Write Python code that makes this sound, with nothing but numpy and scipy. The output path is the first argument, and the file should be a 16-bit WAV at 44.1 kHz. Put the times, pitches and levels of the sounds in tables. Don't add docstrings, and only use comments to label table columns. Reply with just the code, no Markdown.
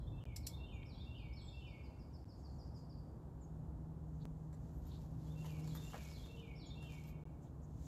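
import sys
import numpy as np
from scipy import signal
from scipy.fft import rfft, irfft, next_fast_len
from scipy.io import wavfile
from scipy.ndimage import uniform_filter1d, map_coordinates

SR = 44100
rng = np.random.default_rng(int(sys.argv[2]) if len(sys.argv) > 2 else 0)


def dump(signal):
    limited = np.clip(np.atleast_2d(signal).T, -1, 1)
    pcm = np.round(limited * 32767).astype(np.int16)
    wavfile.write(sys.argv[1], SR, pcm)


N = 347061

# freq_hz, relative density_db
RUMBLE_SPECTRUM = [(13, -48), (25, -19.5), (40, -8), (59, 2), (72, 1.5), (92, -6), (120, -2.5), (142, -9),
                   (190, -28), (320, -120)]
ROAR_SPECTRUM = [(71, -30), (120, -3.5), (163, -6), (188, -8.5), (258, -8.5), (288, -12), (318, -11.5),
                 (431, -18.5), (475, -18.5), (927, -23), (1950, -46.5), (2200, -57), (2860, -66),
                 (4840, -120)]
# time_s, level_db before trim and wobble
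RUMBLE_LEVEL = [(0.0, -47), (0.13, -41.5), (0.2, -48.5), (0.68, -46.5), (0.85, -50), (2.2, -51),
                (2.65, -51), (4.5, -51), (5.55, -48), (6.1, -52), (7.87, -52.5)]
RUMBLE_TRIM_DB = -1.5
ROAR_DB, ROAR_ENGINE_SHARE, ROAR_RUMBLE_SHARE = -57.5, 0.076, 0.25
# time_s, reference drone level_db
DRONE_LEVEL = [(0.0, -62), (2.4, -66), (2.9, -55.5), (3.2, -58), (3.6, -52), (4.25, -48), (4.8, -54),
               (5.3, -46.5), (5.72, -42.5), (5.93, -54), (6.42, -59), (6.65, -54), (7.17, -50), (7.5, -61),
               (7.65, -51), (7.87, -52)]
# time_s, fundamental_hz before wobble
DRONE_PITCH = [(0, 157.8), (3.1, 156.9), (4.3, 155.2), (5.9, 155.1), (6.6, 152.8), (7.87, 152.1)]
# multiple, level_db re drone
DRONE_HARMONICS = [(1, -2.4), (2, -25.5)]
# time_s, level_db before wobble
THIRD_HARMONIC_LEVEL = [(2.6, -90), (4.4, -76.5), (5.3, -77), (5.68, -66.5), (6.05, -80), (6.42, -64.5),
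                        (6.65, -81)]
# centre_hz, mean level_db, share of the engine's swell
HUMS = [(68.8, -61, 0.17), (170.8, -66, 0.24), (263.2, -71.5, 0.54), (310.9, -75, 0.16)]

# freq_hz, relative density_db
AIR_SPECTRUM = [(880, -10.5), (1500, -3), (2010, -10), (2750, -11), (6060, -12.5), (7150, -9),
                (9400, -16.5), (13000, -13.5), (15500, -23.5)]
# peak_s, rise_s, fall_s, peak_db before flicker
SIZZLE_SWELLS = [(1.7, 0.36, .5, -90), (2.55, 0.35, 0.19, -84), (2.79, 0.043, .06, -83),
                 (4.15, 0.14, 0.49, -87.5), (4.68, 0.12, 0.23, -82.5), (7.44, 0.034, 0.073, -81.5),
                 (7.86, 0.17, .1, -73)]
SWELL_EDGE_DB, SWELL_SHAPE = -16.5, 1.9

# start_s, pitch_ratio, level_db, start_offset_db (fades out), low_whistle_accent_db
PHRASES = [(-.084, 0.98, -64.5, -10.5, -4.5), (.379, 1.003, -63.5, 0.5, 2), (.85, 1.004, -63, 1.5, 0.5),
           (1.321, 0.99, -62.5, 1.5, 1), (5.15, 1, -64.5, -16, 1), (5.615, 1.003, -63, -1, 0),
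           (6.079, 0.997, -62, 1.5, -1.5), (6.547, 1, -63, 3, 1)]
WARM_UP_S = 0.095
# time_s into phrase, pitch_hz before ratio, relative level_db
SWEEP = [(.001, 4250, -8), (.009, 5100, -6), (.018, 5480, -3), (.026, 5350, -11), (.04, 4850, -11),
         (.052, 4550, -3), (.072, 4030, 0), (.084, 3680, -9), (.097, 3420, -2), (.112, 3150, -7)]
HIGH_WHISTLE = [(.108, 3560, -12), (.12, 3220, -10), (.132, 3480, -9), (.143, 3250, -11), (.153, 3480, -10),
                (.159, 3600, 3), (.172, 3620, 4), (.18, 3590, -8)]
LOW_WHISTLE = [(.2, 2670, -17), (.219, 2700, -7), (.233, 2725, -1), (.246, 2735, -8), (.256, 2745, 1),
               (.274, 2745, 3), (.284, 2700, -10)]
BURR = [(.278, 3420, -8), (.291, 3100, -4), (.303, 2900, 0), (.312, 3150, -1), (.32, 2980, -2),
        (.334, 2800, -9)]
SLUR = [(.339, 2590, -6), (.349, 2510, 3), (.362, 2440, 2), (.378, 2350, -2), (.405, 2270, -1),
        (.435, 2225, -1), (.462, 2190, -7)]
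SWEEP_DB, HIGH_DB, LOW_DB, BURR_DB, SLUR_DB = -1, -1.2, -1, -1, -2.5

# freq_hz, t60_s
WOODS_DECAY = [(500, 0.15), (2500, 1), (5000, 0.77), (8000, 0.95), (14000, 0.95)]
ECHO_BUILD_S = .022
TRUNK_LUMPS_DB, TRUNK_LUMPS_PER_S = 2, 110

# start_s, level_db
CLICKS = [(.359, -49), (0.465, -43)]
# freq_hz, relative density_db
CLICK_SPECTRUM = [(800, -28), (2200, -15), (3400, -10.5), (4100, -2.5), (5400, 1.5), (6400, -7),
                  (7400, -2.5), (9500, -9), (12200, -7), (14200, -5), (14700, -48)]
# freq_hz, mean relative level_db, t60_s
METAL_RING = [(4900, -37, 0.1), (5300, -26, 0.13), (5300, -23, 0.15), (7250, -7, 0.083), (7250, -15, 0.12),
              (7900, -7, 0.1), (14100, -32, 0.29)]

# time_s, pitch_hz before ratio, level_db
THIN_CALLS = [
    [(.73, 6850, -83), (.755, 6930, -79), (.775, 6600, -89)],
    [(1.41, 7670, -77), (1.437, 8020, -75), (1.475, 7600, -74), (1.497, 7200, -75)],
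    [(3.408, 7660, -78), (3.432, 6940, -73), (3.455, 6400, -77)],
    [(5.825, 7050, -76), (5.86, 7500, -70), (5.905, 7000, -69)],
    [(6.655, 7450, -78), (6.672, 7000, -62), (6.692, 6480, -80)],
]

# freq_hz, relative density_db
CLOTH_SPECTRUM = [(500, 5), (1200, 6), (2500, 2), (4000, 6.5), (5500, 4.5), (7200, 7.5), (8600, -5),
                  (11000, -0.5), (13200, 1.5), (14200, -2), (14700, -57)]
# peak_s, rise_s, fall_s, peak_db
RUBS = [(4.66, 0.11, .15, -83), (4.92, 0.13, 0.25, -74), (5.47, 0.37, 0.22, -70.5), (5.95, 0.53, 0.53, -65),
        (6.95, 0.23, 0.14, -73), (7.09, 0.027, 0.039, -70), (7.85, 0.16, .1, -78)]
# centre_s, length_s, centre_hz, level_db
SCUFFS = [(0.833, 0.018, 2930, -63.5), (4.221, 0.058, 4050, -75), (4.54, 0.034, 7500, -73),
          (4.938, .15, 3920, -69.5), (7.467, 0.083, 3480, -85.5), (7.641, 0.07, 6700, -77.5),
          (4.77, 0.2, 13000, -83), (4.876, .04, 12900, -73), (5.46, .03, 13000, -69),
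          (5.52, .06, 13000, -74), (5.762, 0.059, 12400, -62), (6.052, 0.015, 6260, -64.5),
          (6.827, 0.011, 9700, -71), (7.088, 0.081, 13200, -73)]
CATCH_DB, SURGE_DB = 1.6, 1.4
CRACKLES_PER_S, CRACKLE_DB, CRACKLE_DECAY_S = 900, -4.5, .00015
# lowest_hz, highest_hz
CRACKLE_RANGE = (1500, 13000)

# start_s, pitch_ratio, level_db
TRILL = [(1.015, .97, -76), (1.174, 0.92, -74.5), (1.345, .97, -81), (1.513, 0.99, -73), (1.667, 0.98, -72),
         (1.831, 0.96, -75), (1.987, 1.02, -74.5), (2.127, 1.015, -70.5), (2.282, .99, -71),
         (2.431, 0.98, -70), (2.582, 1.014, -70), (2.738, 1.014, -68), (2.889, .99, -71)]
# time_s into note, pitch_hz before ratio, relative level_db
TRILL_NOTE = [(0, 5800, -10), (.007, 5450, -1), (.014, 5100, 1), (.025, 4820, 0), (.036, 4580, -1),
              (.046, 4200, -9)]

# start_s, knock_db, snap_db
TICKS = [(4.529, -63, -64.5), (4.854, -89, -66), (5.016, -78, -67), (5.445, -50.5, -57.5),
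         (5.458, -71, -57), (5.675, -77, -54), (5.751, -49, -51.5), (5.934, -47.5, -64),
         (5.943, -43.5, -58), (6.008, -58, -59), (6.827, -59.5, -58.5), (6.856, -70, -69),
         (6.887, -66, -70), (6.921, -69, -58), (6.935, -59, -65), (6.999, -76, -64.5), (7.038, -76, -59),
         (7.259, -78, -76)]
# freq_hz, relative density_db
KNOCK_SPECTRUM = [(300, -15), (550, 11), (750, 3), (1100, 1), (1500, -2.5), (2000, -6), (2500, -16),
                  (6000, -41)]
# start_s, freq_hz, level_db, t60_s
THUNK = (5.9432, 800, -34, .02)

# start_s, end_s, first_pop_db, second_pop_db
DROPOUTS = [(.239, .2543, -48, -46), (2.2443, 2.2543, -56, -62), (4.2496, 4.2543, -60, -41),
            (7.2363, 7.2543, -64, -61)]
TOP_HZ = 15650


def amp(db):
    return 10 ** (np.asarray(db) / 20)


def unit(x):
    return x / np.sqrt(np.mean(x ** 2) + 1e-20)


def along(points, hz):
    freq_hz, values = np.transpose(points)
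    return np.interp(np.log(hz + 1), np.log(freq_hz + 1), values)


def curves(rows):
    time_s, *columns = np.transpose(rows)
    t = np.arange(N) / SR
    return [np.interp(t, time_s, column) for column in columns]


def wobble(rate, size=N):
    knots = rng.standard_normal(int(size * rate / SR) + 4)
    return map_coordinates(knots, [np.arange(size) * rate / SR])


def filtered(x, response):
    m = next_fast_len(len(x) + 8192)
    spectrum = rfft(x, m) * response(np.fft.rfftfreq(m, 1 / SR))
    return irfft(spectrum, m)[:len(x)]


def noise(spectrum, size=N):
    white = rng.standard_normal(size)
    return unit(filtered(white, lambda hz: amp(along(spectrum, hz))))


def add(track, s, sound):
    start = round(s * SR)
    sound = sound[max(-start, 0):]
    place = track[max(start, 0):][:len(sound)]
    place += sound[:len(place)]


def swells(rows):
    t = np.arange(N) / SR
    gains = []
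    for peak_s, rise_s, fall_s, db in rows:
        distance = np.maximum((peak_s - t) / rise_s, (t - peak_s) / fall_s)
        gains.append(amp(db + SWELL_EDGE_DB * distance ** SWELL_SHAPE))
    return np.linalg.norm(gains, axis=0)


def woods(x, direct_db, near_db, near_t60, trunk_db=-6):
    hz, t, z = signal.stft(rng.standard_normal(SR), SR, nperseg=256)
    deep = amp(-60 * t / along(WOODS_DECAY, hz)[:, None]) * (1 - np.exp(-t / ECHO_BUILD_S))
    near = amp(near_db - 60 * t / near_t60)
    tail = signal.istft(z * (deep + near), SR, nperseg=256)[1]
    tail = tail * amp(TRUNK_LUMPS_DB * wobble(TRUNK_LUMPS_PER_S, size=len(tail)))
    paths = tail / np.linalg.norm(tail)
    paths[0] += amp(direct_db)
    trunk_delay_s = rng.uniform(.02, .024)
    paths[round(SR * trunk_delay_s)] += amp(direct_db + trunk_db)
    heard = signal.fftconvolve(x, paths)
    return heard * np.linalg.norm(x) / np.linalg.norm(heard)


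def whistle(shape, ratio, waver, overtone_db=-36):
    s, hz, db = np.transpose(shape)
    t = np.arange(s[0], max(s[-1], s[0] + .01), 1 / SR)
    pitch_hz = ratio * np.interp(t, s, hz) * (1 + waver * wobble(250, size=SR // 6)[:len(t)])
    phase = 2 * np.pi * np.cumsum(pitch_hz) / SR
    flutter_db = 2.2 * wobble(110, size=SR // 6)[:len(t)]
    swell = amp(np.interp(t, s, db) + flutter_db) * signal.windows.tukey(len(t), .15)
    tone = np.sin(phase) + amp(overtone_db) * np.sin(2 * phase)
    return np.sqrt(2) * swell * tone


def traffic():
    rumble_db, = curves(RUMBLE_LEVEL)
    drone_db, = curves(DRONE_LEVEL)
    third_db, = curves(THIRD_HARMONIC_LEVEL)
    drone_hz, = curves(DRONE_PITCH)
    engine_swell_db = drone_db - drone_db.mean()
    rumble_swell_db = rumble_db - rumble_db.mean()

    rumble = amp(rumble_db + RUMBLE_TRIM_DB + 1.0 * wobble(5)) * noise(RUMBLE_SPECTRUM)
    roar_db = ROAR_DB + ROAR_ENGINE_SHARE * engine_swell_db + ROAR_RUMBLE_SHARE * rumble_swell_db
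    roar = amp(roar_db + 0.73 * wobble(5)) * noise(ROAR_SPECTRUM)

    phase = 2 * np.pi * np.cumsum(drone_hz * (1 + 0.004 * wobble(12))) / SR
    drone = amp(third_db + 1.3 * wobble(7)) * np.sin(3 * phase)
    for multiple, db in DRONE_HARMONICS:
        drone += amp(drone_db + db + .6 * wobble(5.4)) * np.sin(multiple * phase)

    hum = np.zeros(N)
    for hz, db, share in HUMS:
        hum_phase = 2 * np.pi * np.cumsum(hz + 2 * wobble(6)) / SR
        hum += amp(db + share * engine_swell_db + 2.2 * wobble(4)) * np.sin(hum_phase)
    return rumble + roar + np.sqrt(2) * (drone + hum)


def air():
    sizzle_noise = noise([(5000, -25), (6400, -10), (7400, -11.0), (8600, -27)])
    sizzle = swells(SIZZLE_SWELLS) * amp(3.1 * wobble(25)) * sizzle_noise
    return amp(-83.5) * noise(AIR_SPECTRUM) + sizzle


def wren():
    song = np.zeros(N)
    for start, ratio, level_db, soft_db, accent_db in PHRASES:
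        sweep = woods(whistle(SWEEP, ratio, waver=.014),
                      direct_db=-5, near_db=-10, near_t60=.25, trunk_db=-2)
        high = woods(whistle(HIGH_WHISTLE, ratio, waver=.01),
                     direct_db=-.5, near_db=-12, near_t60=.15, trunk_db=-12)
        low = woods(whistle(LOW_WHISTLE, ratio, waver=.007),
                    direct_db=.5, near_db=-12, near_t60=.085, trunk_db=-18)
        burr = woods(whistle(BURR, ratio, waver=.025),
                     direct_db=-4, near_db=-2, near_t60=.2)
        slur = woods(whistle(SLUR, ratio, waver=.01),
                     direct_db=-2, near_db=-7, near_t60=.24, trunk_db=-10)
        notes = [(SWEEP, SWEEP_DB, sweep), (HIGH_WHISTLE, HIGH_DB, high),
                 (LOW_WHISTLE, LOW_DB + accent_db, low), (BURR, BURR_DB, burr), (SLUR, SLUR_DB, slur)]
        for shape, db, note in notes:
            sung_s = shape[0][0]
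            warm_up_db = soft_db * np.exp(-sung_s / WARM_UP_S)
            add(song, start + sung_s, amp(level_db + db + warm_up_db) * note)
    return song


def clicks():
    track, t = np.zeros(N), np.arange(SR // 2) / SR
    onset = 1 - np.exp(-(t / 0.0038) ** 2)
    for s, db in CLICKS:
        chatter = unit(amp(1.8 * wobble(1500, size=len(t))))
        decay = amp(6.5 - 60 * t / 0.05) + amp(-15.5 - 60 * t / 0.28)
        burst = chatter * noise(CLICK_SPECTRUM, size=len(t)) * decay
        ring = np.zeros(len(t))
        for hz, level_db, t60 in METAL_RING:
            ring += amp(level_db + rng.normal(0, 2) - 60 * t / t60) * np.sin(2 * np.pi * hz * t)
        add(track, s, amp(db) * (burst + ring) * onset)
    return track


def thin_calls():
    song = np.zeros(N)
    for call in THIN_CALLS:
        note = whistle(call, 0.99, waver=0.004, overtone_db=-44)
        add(song, call[0][0], woods(note, direct_db=4, near_db=9, near_t60=0.16, trunk_db=-25))
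    return song


def crackle():
    track, t = np.zeros(N), np.arange(SR // 200) / SR
    for when, pitch, size in rng.random((int(CRACKLES_PER_S * N / SR), 3)):
        hz = np.interp(pitch, [0, 1], CRACKLE_RANGE)
        ping = np.exp(-t / CRACKLE_DECAY_S) * np.sin(2 * np.pi * hz * t)
        add(track, when * N / SR, np.log(1 - size) * ping)
    return unit(filtered(track, lambda hz: amp(along(CLOTH_SPECTRUM, hz))))


def rustle():
    catches = unit(amp(CATCH_DB * wobble(450) + SURGE_DB * wobble(60)))
    friction = unit(noise(CLOTH_SPECTRUM) + amp(CRACKLE_DB) * crackle())
    cloth = swells(RUBS) * catches * friction
    for s, length_s, centre_hz, db in SCUFFS:
        white = rng.standard_normal(SR // 2)
        swish = unit(filtered(white, lambda hz: 1 / (1 + ((hz - centre_hz) / 1000) ** 2) ** 2))
        size = int(length_s * SR)
        add(cloth, s - length_s / 2, amp(db) * np.hanning(size) * swish[:size])
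    return cloth


def triller():
    song = np.zeros(N)
    for s, ratio, db in TRILL:
        note = amp(db) * whistle(TRILL_NOTE, ratio, waver=.012, overtone_db=-28.0)
        add(song, s, woods(note, direct_db=-3, near_db=4, near_t60=0.36, trunk_db=-12))
    return song


def ticks():
    track, t = np.zeros(N), np.arange(SR // 8) / SR
    for s, knock_db, snap_db in TICKS:
        knock = amp(knock_db - 60 * t / .03) * noise(KNOCK_SPECTRUM, size=len(t))
        snap = amp(snap_db - 60 * t / .02) * noise(CLOTH_SPECTRUM, size=len(t))
        add(track, s, knock + snap)
    heard = woods(track, direct_db=-3.0, near_db=14, near_t60=0.14, trunk_db=-18)[:N]
    s, hz, db, t60 = THUNK
    ring = amp(db - 60 * t / t60) * (1 - np.exp(-t / 0.0013)) * np.sin(2 * np.pi * hz * t)
    add(heard, s, ring)
    return heard


def scene():
    distant = traffic() + air()
    birds = wren() + thin_calls() + triller()
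    close = clicks() + rustle() + ticks()
    return (distant + birds + close)[None]


def record(dry):
    t = np.arange(N) / SR
    sound = dry[0].copy()
    pop = np.exp(-t / .001)
    for start, end, first_db, second_db in DROPOUTS:
        gate = ((t < start) | (t > end)).astype(float)
        sound *= uniform_filter1d(gate, size=32)
        add(sound, start, -amp(first_db) * pop)
        add(sound, end, amp(second_db) * pop)
    return filtered(sound, lambda hz: hz < TOP_HZ)[None]


dry = scene()
out = record(dry)
dump(out)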